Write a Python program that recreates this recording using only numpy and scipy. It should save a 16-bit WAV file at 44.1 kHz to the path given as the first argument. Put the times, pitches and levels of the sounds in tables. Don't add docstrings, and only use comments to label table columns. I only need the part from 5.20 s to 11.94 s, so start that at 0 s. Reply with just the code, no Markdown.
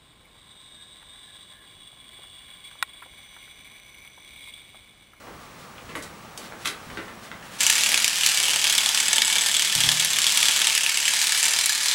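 import sys
import numpy as np
from scipy import signal
from scipy.fft import rfft, irfft
from scipy.io import wavfile

SR = 44100
rng = np.random.default_rng(int(sys.argv[2]) if len(sys.argv) > 2 else 0)


def inscribe(sig):
    pcm = np.round(np.clip(np.atleast_2d(sig).T, -1, 1) * 32767)
    wavfile.write(sys.argv[1], SR, pcm.astype(np.int16))


N = 297234
TIME = np.arange(N) / SR
PEN_LIFTED_S, START_S, STROKES_PER_S = 1.4, 2.402, 37

# (time [s], level [dB], extra treble [dB])
HARD_KNOCKS = [(2.4311, -14.5, 5.5), (2.4655, -11, 3), (2.498, -14, 8), (2.5804, -12.5, -6),
               (2.6352, -12, 0), (2.7426, -9, -3), (2.776, -11, -2), (2.8439, -10, 3), (2.8787, -10, -4),
               (3.062, -12, 7), (3.2006, -9.5, -10), (3.3597, -11.5, 0), (3.5796, -11, -1),
               (3.66, -12.5, -2), (3.7744, -12, -8), (3.8817, -14, -6), (3.9819, -12.5, -4),
               (4.019, -13, -1), (4.3946, -12.5, -3), (4.5511, -15.5, 7), (4.7156, -14.5, 2),
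               (4.8475, -15.5, 9), (5.0425, -12, -8), (5.1722, -16, 5), (5.284, -8.5, -7),
               (5.416, -11.5, -9), (5.4698, -10, -8), (5.5504, -17, 8), (5.5769, -13.5, 1),
               (5.6625, -14, -6), (5.936, -14, -1), (6.1212, -12.5, 1), (6.388, -11.5, -2),
               (6.4587, -15.5, 9.5), (6.4938, -15, 3)]
# (time [s], level [dB])
RATTLE_LEVEL = [(2.41, -18), (2.75, -17.5), (2.93, -21.5), (3.06, -17), (3.35, -20), (3.6, -18.5),
                (4.05, -21), (4.42, -20.5), (4.62, -18), (4.9, -20.5), (5.2, -17), (5.5, -18), (5.68, -22),
                (6.0, -18.5), (6.4, -20), (6.6, -21.5), (6.74, -18)]
# (frequency [Hz], level [dB])
KNOCK_TONE = [(1000, -6), (2600, 0.5), (3500, 0), (5000, -1), (6500, -1), (9000, 2.5), (15000, 3)]
# (frequency [Hz], level [dB])
CASING_TONE = [(200, -35.5), (400, -27), (800, -16), (1300, -10), (1700, -7.5), (2400, -4), (3300, -2.5),
               (4200, -3.5), (6000, -3.5), (8000, -6.5), (10500, -11.5), (12500, -17), (16000, -25.5)]
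# (frequency [Hz], width [Hz], level [dB])
SHELL_RINGS = [(895, 66, 7.5), (1723, 156, 5), (2256, 110, -1), (2950, 88, -9.5), (4870, 190, -3),
               (6500, 150, -15), (9360, 2400, -9.5)]
# (time [s], hollow pitch [Hz], hollow level [dB], nose pitch [Hz], shell and nose level [dB])
GRIP = [(2.45, 2660, -8, 7400, -4.5), (2.8, 2880, -9, 7250, -12), (3.2, 2960, -6, 7700, -9.5),
        (3.65, 3450, -3.5, 7650, -8), (4.17, 3450, 4, 7740, 3), (4.5, 3330, -4.5, 7650, -12),
        (5.03, 3380, 0, 7560, -5), (5.3, 3370, -7, 7500, -13), (5.55, 2880, -1.5, 7690, -6),
        (5.9, 3030, -3, 7530, -2), (6.05, 4240, -9, 8540, -7.5), (6.22, 4000, -9, 7400, -1),
        (6.65, 4200, -3.5, 7300, -3.5)]
# (frequency [Hz], level [dB])
WOOL_TONE = [(60, -14.5), (200, -9), (550, -4), (900, 3.5), (2000, -10.5), (8000, -71)]
# (time [s], level [dB], length [s])
PRESSES = [(2.72, -37, 0.1), (3.35, -36, 0.19), (3.66, -36, 0.13), (3.95, -34, 0.15), (4.19, -34, 0.14),
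           (4.66, -38.5, 0.15), (4.87, -40, .1), (5.36, -41, 0.36), (5.8, -40, 0.11), (6.32, -37, 0.1)]
# (time [s], clack level [dB], clack pitch [Hz], clack fade time [s], thud level [dB], scuff level [dB])
CLACKS = [(0.068, -35, 1000, .18, -36, -55), (0.581, -27.5, 2200, 0.026, -54, -55),
          (0.691, -28.5, 1600, 0.11, -34, -52), (0.753, -16, 1850, 0.048, -27, -30),
          (0.824, -30, 7500, 0.01, -44, -32), (1.176, -19, 6400, 0.016, -33.5, -35),
          (1.323, -21, 1400, 0.0082, -38, -58), (1.449, -21.5, 2900, 0.072, -45, -31),
          (1.456, -11.5, 3080, 0.03, -35.5, -23.5), (1.473, -15, 4470, 0.035, -47, -47),
          (1.701, -24.5, 1700, .03, -36, -55), (1.772, -22.5, 1770, .11, -29, -57),
          (1.881, -28.5, 1800, .04, -37, -55), (2.1155, -20, 1800, 0.013, -45, -55),
          (2.226, -26, 2000, .022, -54, -55)]
# (frequency [Hz], width [Hz], level [dB])
LIFTED_PEN_RINGS = [(1500, 110, 1), (2980, 130, -6), (3300, 300, -13), (4620, 100, -12)]
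# (time [s], level [dB], length [s])
RUBS = [(0.23, -56, 0.052), (0.41, -54, 0.052), (0.71, -56, 0.11), (1.24, -47.5, 0.058),
        (1.43, -47.5, 0.044), (1.73, -53.5, 0.21), (2.05, -48.5, 0.037), (2.26, -48.5, 0.029),
        (2.35, -44.5, 0.058)]
# (frequency [Hz], level [dB])
RUB_TONE = [(710, -34), (1200, -3), (1700, -2.5), (1930, -4.5), (3450, -5.5), (9030, -11.5), (15000, -21)]
# (time [s], level [dB], length [s])
LEANS = [(0.16, -56, .08), (0.72, -52, .14), (1.74, -56, 0.13), (6.37, -60, 0.073)]
# (frequency [Hz], level [dB])
LEAN_TONE = [(15, -30), (40, -2), (100, -8), (300, -40), (2000, -57)]
# (time [s], level [dB])
BUMPS = [(0.70, -49), (1.666, -47), (1.732, -49), (4.56, -37), (4.594, -41.5), (4.642, -38), (4.676, -34.5),
         (4.705, -43)]
# (frequency [Hz], level [dB], fade time [s])
TABLE_RINGS = [(55, -21, .15), (124.7, -2.5, 0.5), (159.2, 0.5, 0.85), (245, -5.5, 0.29), (293, -7, 0.11),
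               (416, -10, 0.088), (570, -13, .08)]
# (frequency [Hz], fade time [s])
ECHO_FADE = [(200, 0.24), (1500, 0.44), (5000, 0.12), (14000, 0.19)]
# (time [s], level [dB])
ROOM_LEVEL = [(0, -49), (1.3, -47.5), (2.7, -47.5), (3.0, -50.5), (4.0, -51), (5.0, -48.5), (5.8, -55.5),
              (6.74, -54)]
# (frequency [Hz], level [dB])
ROOM_TONE = [(15, -41), (25, -10), (191, 1), (290, -4.5), (462, -5.5), (501, -2), (558, -4.5), (856, -4.5),
             (1060, -10), (1150, -7.5), (2240, -10.5), (5140, -19.5), (5570, -17), (6540, -21), (8320, -21),
             (15000, -31)]


def felting_pen():
    rattle_db, = curves(RATTLE_LEVEL)
    times = stroke_times()
    energy = needle_bar(times, rattle_db)
    grinding = np.convolve(energy, np.ones(56) / 56)[:N]
    loudness = np.sqrt(fading(grinding, fade_s=0.0048))
    knocks = with_tone(loudness * rng.choice([-1, 1], N), KNOCK_TONE)
    spin_up = from_db(np.interp(TIME - START_S, [-.03, -.016, -.003, .004], [-90, -15, -9, 0]))
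    chatter = spin_up * from_db(rattle_db - 4) * grains(per_s=5000, spread_db=1.5)
    rattle = casing_rattle(knocks + chatter)
    ringing = casing_ringing(knocks + from_db(-9.5) * chatter, times)
    return from_db(-4) * rattle + from_db(-1) * ringing + from_db(-8) * wool_rasp(energy)


def stroke_times(jitter_s=0.0015):
    knock_times = np.array(HARD_KNOCKS)[:, 0]
    edges = np.r_[START_S, knock_times, TIME[-1]]
    ordinary = [START_S + 0.0036]
    for start, end in zip(edges, edges[1:]):
        count = max(round((end - start) * STROKES_PER_S), 1)
        ordinary.extend(np.linspace(start, end, count + 1)[1:-1])
    return np.r_[knock_times, rng.normal(ordinary, jitter_s)]


def needle_bar(times, rattle_db, bounces=4, bounce_gap_s=0.00351):
    chance = rng.standard_normal((len(times), bounces + 1))
    force = np.minimum(chance[:, 0], 1)
    usual_db = np.interp(times, TIME, rattle_db)
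    usual_db[times < HARD_KNOCKS[0][0]] -= 2
    hit_db = usual_db + 9.5 + 3 * force
    hit_db[:len(HARD_KNOCKS)] = np.array(HARD_KNOCKS)[:, 1] + 7
    gaps = bounce_gap_s * rng.uniform(.2, 1.8, (len(times), bounces))
    bounce_times = times[:, None] + np.cumsum(gaps, axis=1)
    first_bounce_db = usual_db + 6 + 2.5 * force
    bounce_db = first_bounce_db[:, None] - 2 * np.arange(bounces) + 2 * chance[:, 1:]
    return clicks(times, from_db(hit_db) ** 2) + clicks(bounce_times, from_db(bounce_db) ** 2)


def casing_rattle(hits):
    times, _, extra_db = np.transpose(HARD_KNOCKS)
    treble_db = fading(clicks(times, extra_db), fade_s=0.08) - 1
    rattle = with_tone(hits, CASING_TONE)
    return rattle + (from_db(treble_db) - 1) * filtered(rattle, 1, 7000, "high")


def casing_ringing(hits, times, hollow_width_hz=345, nose_width_hz=340, spread_db=7.5):
    hollow_hz, hollow_db, nose_hz, shell_db = curves(GRIP)
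    nose_db = shell_db + 4
    rings = [(hz, width, db + shell_db) for hz, width, db in SHELL_RINGS]
    rings += [(hollow_hz, hollow_width_hz, hollow_db), (nose_hz, nose_width_hz, nose_db)]
    rings += [(0.89 * hollow_hz, hollow_width_hz, hollow_db - 7.5),
              (0.831 * nose_hz, nose_width_hz, nose_db - 9.5)]
    shaking = with_tone(hits, CASING_TONE)
    stroke_number = np.searchsorted(np.sort(times), TIME)
    out = 0
    for hz, width, db in rings:
        landing_db = rng.uniform(-spread_db, spread_db, len(times) + 1)
        out += resonance(shaking * from_db(db + landing_db[stroke_number]), hz, width)
    return out


def wool_rasp(energy):
    punch = np.sqrt(fading(energy, fade_s=0.038))
    punch /= np.sqrt(np.mean(punch ** 2))
    return swells(PRESSES, rest_db=-45) * with_tone(punch * rng.standard_normal(N), WOOL_TONE)


def plastic_parts():
    contacts = grains(per_s=13000, spread_db=0.5)
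    out = 0
    for time, clack_db, hz, fade_s, thud_db, scuff_db in CLACKS:
        out += clatter(contacts, time, clack_db, hz, fade_s)
        out += clatter(contacts, time, thud_db, hz=420, fade_s=0.2)
        out += clatter(contacts, time, scuff_db, hz=7300, fade_s=0.2)
    lifted = out * (TIME > PEN_LIFTED_S)
    out += sum(from_db(db) * resonance(lifted, hz, width) for hz, width, db in LIFTED_PEN_RINGS)
    return filtered(out, 1, 13000, "low")


def clatter(contacts, time, db, hz, fade_s):
    burst = fading(clicks(time, from_db(db)), fade_s) * contacts
    width_gain = np.sqrt(2230 / hz)
    return width_gain * filtered(burst, 2, [hz / 2.5, hz * 1.46], "band")


def hands_and_arms():
    before_start = TIME < START_S
    fibres = with_tone(grains(per_s=8000, spread_db=3.5), RUB_TONE)
    rub = swells(RUBS, rest_db=-67) * before_start * fibres
    steady_db = np.where(before_start, -67, -np.inf)
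    return rub + swells(LEANS, steady_db) * with_tone(rng.standard_normal(N), LEAN_TONE)


def table_boom():
    pushes, out = sum(clicks(time, from_db(db)) for time, db in BUMPS) + 1e-18, 0
    for hz, db, fade_s in TABLE_RINGS:
        decay, angle = from_db(-60 / (fade_s * SR)), 2 * np.pi * hz / SR
        feedback = [1, -2 * decay * np.cos(angle), decay ** 2]
        out += from_db(db) * signal.lfilter([0, np.sin(angle)], feedback, pushes)
    return out


def moving_echo(sound, turns_per_s, count=4):
    rates = turns_per_s * np.sqrt(np.arange(1, count + 1))
    shares = np.array([np.cos(np.pi * (rate * TIME + rng.random())) for rate in rates])
    shares /= np.linalg.norm(shares, axis=0)
    return sum(room_echo(sound * share, first_echo_s=0.003) for share in shares)


def room_echo(sound, first_echo_s, bands=8):
    age, tail = TIME[:SR // 2], 0
    edges = np.geomspace(80, 18000, bands + 1)
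    for low, high in zip(edges, edges[1:]):
        noise = filtered(rng.standard_normal(len(age)), 2, [low, high], "band")
        tail += noise * from_db(-60 * age / at_hz(ECHO_FADE, np.sqrt(low * high)))
    tail *= age > first_echo_s
    return signal.fftconvolve(sound, tail / np.linalg.norm(tail))[:N]


def room_noise():
    level_db, = curves(ROOM_LEVEL)
    air = with_tone(rng.standard_normal(N), ROOM_TONE)
    air += from_db(2) * resonance(air, 1137, width_hz=225) + from_db(-8) * resonance(air, 222, width_hz=19)
    whine = from_db(-64) * np.sin(2 * np.pi * 15672 * TIME)
    return from_db(level_db + 1.5) * air + whine


def from_db(db):
    return 10 ** (np.asarray(db) / 20)


def curves(rows):
    times, *columns = np.transpose(rows)
    return [np.interp(TIME, times, column) for column in columns]


def at_hz(rows, hz):
    known_hz, values = np.transpose(rows)
    return np.interp(np.log(np.maximum(hz, 1)), np.log(known_hz), values)


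def with_tone(sound, tone, size=8192):
    hz = np.arange(size // 2 + 1) * SR / size
    cepstrum = irfft(np.log(from_db(at_hz(tone, hz))))
    cepstrum[1:size // 2] *= 2
    cepstrum[size // 2 + 1:] = 0
    response = irfft(np.exp(rfft(cepstrum)))
    return signal.fftconvolve(sound, response / np.linalg.norm(response))[:N]


def filtered(sound, order, hz, keep):
    return signal.sosfilt(signal.butter(order, hz, keep, fs=SR, output="sos"), sound)


def resonance(sound, hz, width_hz, block=256):
    decay, pitch = np.exp(-np.pi * width_hz / SR), np.broadcast_to(hz, sound.shape)
    feed = np.array([1, 0, -1]) * (1 - decay ** 2) / 2
    out, state = np.zeros(len(sound)), np.zeros(2)
    for i in range(0, len(sound), block):
        feedback = [1, -2 * decay * np.cos(2 * np.pi * pitch[i] / SR), decay ** 2]
        out[i:i + block], state = signal.lfilter(feed, feedback, sound[i:i + block] + 1e-18, zi=state)
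    return out


def clicks(times, heights):
    samples = np.maximum(np.ravel(times) * SR, 0).astype(int)
    return np.bincount(samples, np.ravel(heights), minlength=N)[:N]


def fading(hits, fade_s):
    return signal.lfilter([1], [1, -from_db(-60 / (fade_s * SR))], hits + 1e-18)


def grains(per_s, spread_db):
    sizes = from_db(spread_db * np.minimum(rng.exponential(1, N), 4)) * rng.choice([-1, 1], N)
    contacts = sizes * (rng.random(N) < per_s / SR)
    return contacts / np.std(contacts)


def swells(rows, rest_db):
    power = sum(from_db(db) ** 2 * .5 ** ((2 * (TIME - time) / length) ** 2) for time, db, length in rows)
    return np.sqrt(from_db(rest_db) ** 2 + power)


def scene():
    pen = felting_pen()
    handling = plastic_parts() + hands_and_arms()
    echoes = from_db(-11.5) * moving_echo(pen, turns_per_s=1.5)
    echoes += from_db(-3) * room_echo(handling, first_echo_s=0.004)
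    return (pen + handling + table_boom() + echoes + room_noise())[None]


def record(dry):
    rounded = 1.47 * np.tanh(dry / 1.302)
    return signal.sosfilt(signal.ellip(10, .1, 80, 16000, fs=SR, output="sos"), rounded)


dry = scene()
out = record(dry)
inscribe(out)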